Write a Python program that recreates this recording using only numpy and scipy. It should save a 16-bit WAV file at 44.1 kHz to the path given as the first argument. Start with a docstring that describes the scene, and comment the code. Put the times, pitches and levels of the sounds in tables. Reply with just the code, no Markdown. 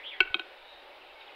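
"""A still forest at dawn, with a soft steady hush throughout. First a small bird gives a buzzy whistle.
From 0.2 s a capercaillie on a branch makes three hollow clicks, over a few soft low thuds.
Each click rings its throat and beak, a low pop follows, and the trunks scatter it back.
From 0.5 s on, small birds sing further off."""
import sys
import numpy as np
from scipy import signal
from scipy.io import wavfile
from scipy.ndimage import uniform_filter1d

SR = 44100
rng = np.random.default_rng(int(sys.argv[2]) if len(sys.argv) > 2 else 0)


def store_pcm(level_fs):
    """Save levels as 16-bit WAV."""
    pcm = np.round(np.clip(level_fs, -1, 1) * 32767).astype(np.int16)
    wavfile.write(sys.argv[1], SR, np.atleast_2d(pcm).T)


N = 59535


def amp(db):
    return 10 ** (np.asarray(db) / 20)


def unit_strength(x):
    return x / np.sqrt(np.mean(x ** 2) + 1e-20)


def look_up(table, hz):
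    """A table's value at any pitch, blended between its rows."""
    row_hz, value = np.transpose(table)
    return np.interp(np.log(hz + 1), np.log(row_hz), value)


def add(mix, start_s, sound):
    part = mix[max(round(start_s * SR), 0):][:len(sound)]
    part += sound[:len(part)]


def drift(count, size):
    """A smooth random wobble; a bigger size makes it slower."""
    return unit_strength(uniform_filter1d(uniform_filter1d(rng.standard_normal(count), size), size))


def tone(hz):
    return np.sin(2 * np.pi * np.cumsum(hz) / SR)


# How strong the hush is from low to high: (pitch [Hz], relative level [dB])
HUSH_SHAPE = [(20, -11), (40, -13.5), (100, -25.5), (170, -33.5), (215, -28), (300, -14), (400, -5.5),
              (500, -6), (590, 0.5), (660, -8.5), (770, -1.5), (1100, -8.5), (1700, -10.5), (2700, -8.5),
              (3350, -13), (3800, -12.5), (5000, -26), (5700, -35.5), (6500, -40.5), (15500, -39.5)]
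def hush(level_db=-52, patchy_db=1.5):
    """Steady distant air in the forest, slightly patchy."""
    hz, _, noise = signal.stft(rng.standard_normal(N), SR, nperseg=2048, noverlap=1536)
    patches = uniform_filter1d(rng.standard_normal(noise.shape), size=8, axis=0)
    patches = unit_strength(uniform_filter1d(patches, size=10, axis=1))
    noise *= amp(look_up(HUSH_SHAPE, hz)[:, None] + patchy_db * patches)
    air = signal.istft(noise, SR, nperseg=2048, noverlap=1536)[1][:N]
    return amp(level_db) * unit_strength(air)


# Soft bumps: (time [s], pitch [Hz], fade time [s], level [dB]). A fade time is a drop of 60 dB.
THUDS = [(0.213, 24, 0.38, -48), (0.305, 67, 0.034, -40.5), (0.352, 188.5, 0.099, -52)]
def thuds():
    """Dull low thuds that die away quickly."""
    out, t = np.zeros(N), np.arange(SR // 2) / SR
    rise = 1 - np.exp(-t / 0.0016)
    for start, hz, fade_s, db in THUDS:
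        add(out, start, rise * amp(db - 60 * t / fade_s) * np.sin(2 * np.pi * hz * t))
    return out


# How long sound lingers among the trees: (pitch [Hz], fade time [s])
FOREST_FADE = [(200, 0.41), (1500, 0.97), (2700, 0.5), (5000, 0.21), (12000, 0.17)]
def forest_echo(x):
    """The trees scatter sound into a soft blur; the highest pitches die first."""
    hz, t, noise = signal.stft(rng.standard_normal(SR), SR, nperseg=256)
    fade = amp(-60 * t / look_up(FOREST_FADE, hz)[:, None])
    rise = np.minimum(t / 0.0053, 1)
    tail = signal.istft(noise * fade * rise, SR, nperseg=256)[1]
    return signal.fftconvolve(x, tail / np.linalg.norm(tail))[:N]


# One echo for each trunk: (delay [s], level [dB], dulled above [Hz])
TRUNK_ECHOES = [(.0235, -23.5, 6000), (0.0463, -21.5, 1890), (.0529, -27, 2060), (0.0703, -25.5, 2200)]
def trunk_echoes(x):
    """The nearest trunks throw the sound back, duller than before."""
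    out = np.zeros(N)
    for delay, db, dull_hz in TRUNK_ECHOES:
        dull = signal.butter(2, dull_hz, fs=SR, output="sos")
        add(out, delay, amp(db) * signal.sosfilt(dull, x))
    return out


# Far songbird notes: (time [s], length [s], start pitch [Hz], end pitch [Hz], level [dB])
FAR_NOTES = [(0.506, 0.068, 2320, 2210, -62), (.57, .16, 3480, 3895, -62), (.62, 0.234, 3736, 3807, -61),
             (0.777, 0.029, 2850, 2600, -71), (0.89, 0.032, 2820, 2710, -59),
             (0.909, .04, 2253, 2307, -58.5), (1.006, 0.03, 2783, 2510, -56),
             (1.089, 0.028, 2830, 2576, -54), (1.141, 0.053, 2280, 2173, -56.5),
             (1.203, 0.0175, 4200, 3270, -53.5), (1.21, .018, 3114, 2036, -51.5),
             (1.269, 0.022, 3690, 2880, -55), (1.288, 0.026, 2810, 2530, -55)]
def far_birds(echo_db=-3.5, waver=0.028):
    """Faint sliding whistles, blurred by the trees."""
    out = np.zeros(N)
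    for start, length, from_hz, to_hz, db in FAR_NOTES:
        progress = np.linspace(0, 1, int(length * SR))
        pitch = from_hz + (to_hz - from_hz) * progress
        pitch *= 1 + waver * drift(N, size=70)[:len(pitch)]
        add(out, start, amp(db) * np.sqrt(2) * np.sin(np.pi * progress) * tone(pitch))
    return out + amp(echo_db) * forest_echo(out)


# The path of the buzzy whistle: (time [s], pitch [Hz], level [dB])
WHISTLE_PATH = [(0, 1950, -43.5), (0.032, 2250, -50.5), (0.044, 2900, -43), (0.065, 3250, -38),
                (0.09, 3350, -37), (0.104, 3200, -48.5), (.125, 2320, -40.5), (0.152, 1920, -45),
                (0.188, 1884, -53), (.215, 1895, -56)]
def buzzy_bird(trill_hz=211.1, swing_hz=248, echo_db=-6.5):
    """A whistle that arches up and down with a fast, uneven trill on it."""
    t = np.arange(N) / SR
    times, hz, db = np.transpose(WHISTLE_PATH)
    trill = tone(trill_hz * (1 + 0.099 * drift(N, size=200)))
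    pitch = np.interp(t, times, hz) + swing_hz * trill + 70 * drift(N, size=30)
    voice = tone(pitch) * amp(np.interp(t, times, db)) * (t < times[-1])
    return voice + amp(echo_db) * forest_echo(voice)


# The tones of the throat and beak:
# (pitch [Hz], base fade time [s], level in click 1 [dB], in click 2 [dB], in click 3 [dB])
THROAT_TONES = [(743.3, 0.073, -36, -37.5, -42), (1075, 0.024, -27, -30.5, -38),
                (1270, 0.012, -26.5, -21, -58), (1490, 0.075, -16.5, -26, -30.5),
                (2250, 0.045, -14.5, -22.5, -42), (2537, 0.045, -15.0, -18.5, -33),
                (2658, 0.022, -7, -50, -27.5), (2807, 0.0055, -2.5, -57, -16.5),
                (3194, 0.026, -15.0, -16, -30), (3740, 0.026, -34, -20, -31.0),
                (4148, 0.036, -31, -34, -40), (4590, 0.037, -41, -46, -63), (4970, 0.017, -41, -70, -77)]
def throat_ring(t, click_index, fade_scale):
    """The throat and beak ring with many tones at once; every other one starts upside down."""
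    ring = np.zeros(len(t))
    for row, (hz, fade_s, *levels) in enumerate(THROAT_TONES):
        fade = amp(levels[click_index] - 60 * t / (fade_s * fade_scale))
        ring += (-1) ** row * fade * np.sin(2 * np.pi * hz * t)
    return ring


def throat_push(t, hz=1130, width_s=0.00052):
    """A small soft push as the throat opens."""
    from_peak = t - 3 * width_s
    return np.exp(-(from_peak / width_s) ** 2) * np.cos(2 * np.pi * hz * from_peak)


def low_pop(t, hz, rise_s=0.0064, fade_s=0.047, sag=0.11, sag_s=0.008):
    """A low tone that swells and fades while its pitch sags."""
    swell = np.minimum(t / rise_s, 1) * amp(-60 * np.maximum(t - rise_s, 0) / fade_s)
    return swell * tone(hz * (1 + sag * (np.exp(-t / sag_s) - 0.5)))


# The three clicks: (time [s], ring length [times base], pop delay [s], middle pop pitch [Hz],
# pop level [dB], tick level [dB], rebound delay [s], rebound level against the click [dB])
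HOLLOW_CLICKS = [(.2040, 0.96, 0.0019, 381, -26.5, -44.5, .0026, -9.5),
                 (.3432, 0.87, .006, 353, -33.5, -52, .0016, -20),
                 (.3949, 0.94, 0.0032, 354.6, -41, -64, .0016, -19)]
def capercaillie(snap_s=0.00038, tick_fade_s=0.017, push_early_s=0.00193, push_db=-24.5):
    """A snap and its quick rebound ring the throat with a bright tick; a low pop swells just after."""
    out, t = np.zeros(N), np.arange(SR // 4) / SR
    treble = signal.butter(2, [4500, 8550], "band", fs=SR, output="sos")
    for index, row in enumerate(HOLLOW_CLICKS):
        start, fade_scale, pop_delay, pop_hz, pop_db, tick_db, rebound_delay, rebound_db = row
        hiss = unit_strength(signal.sosfilt(treble, rng.standard_normal(len(t))))
        tick = hiss * amp(tick_db - 60 * t / tick_fade_s)
        click = (throat_ring(t, index, fade_scale) + tick) * (1 - np.exp(-t / snap_s))
        add(out, start - push_early_s, amp(push_db) * abs(click).max() * throat_push(t))
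        add(out, start, click)
        add(out, start + rebound_delay, amp(rebound_db) * click)
        add(out, start + pop_delay, amp(pop_db) * low_pop(t, pop_hz))
    return out


def scene():
    clicks = capercaillie()
    echoes = trunk_echoes(clicks) + amp(-22) * forest_echo(clicks)
    small_birds = buzzy_bird() + far_birds()
    return (hush() + thuds() + small_birds + echoes + clicks)[None]


def record(dry, top_hz=15760):
    """Cuts away the very highest pitches."""
    return signal.oaconvolve(dry, signal.firwin(511, top_hz, window=("kaiser", 9), fs=SR)[None], "same")


dry = scene()
out = record(dry)
store_pcm(out)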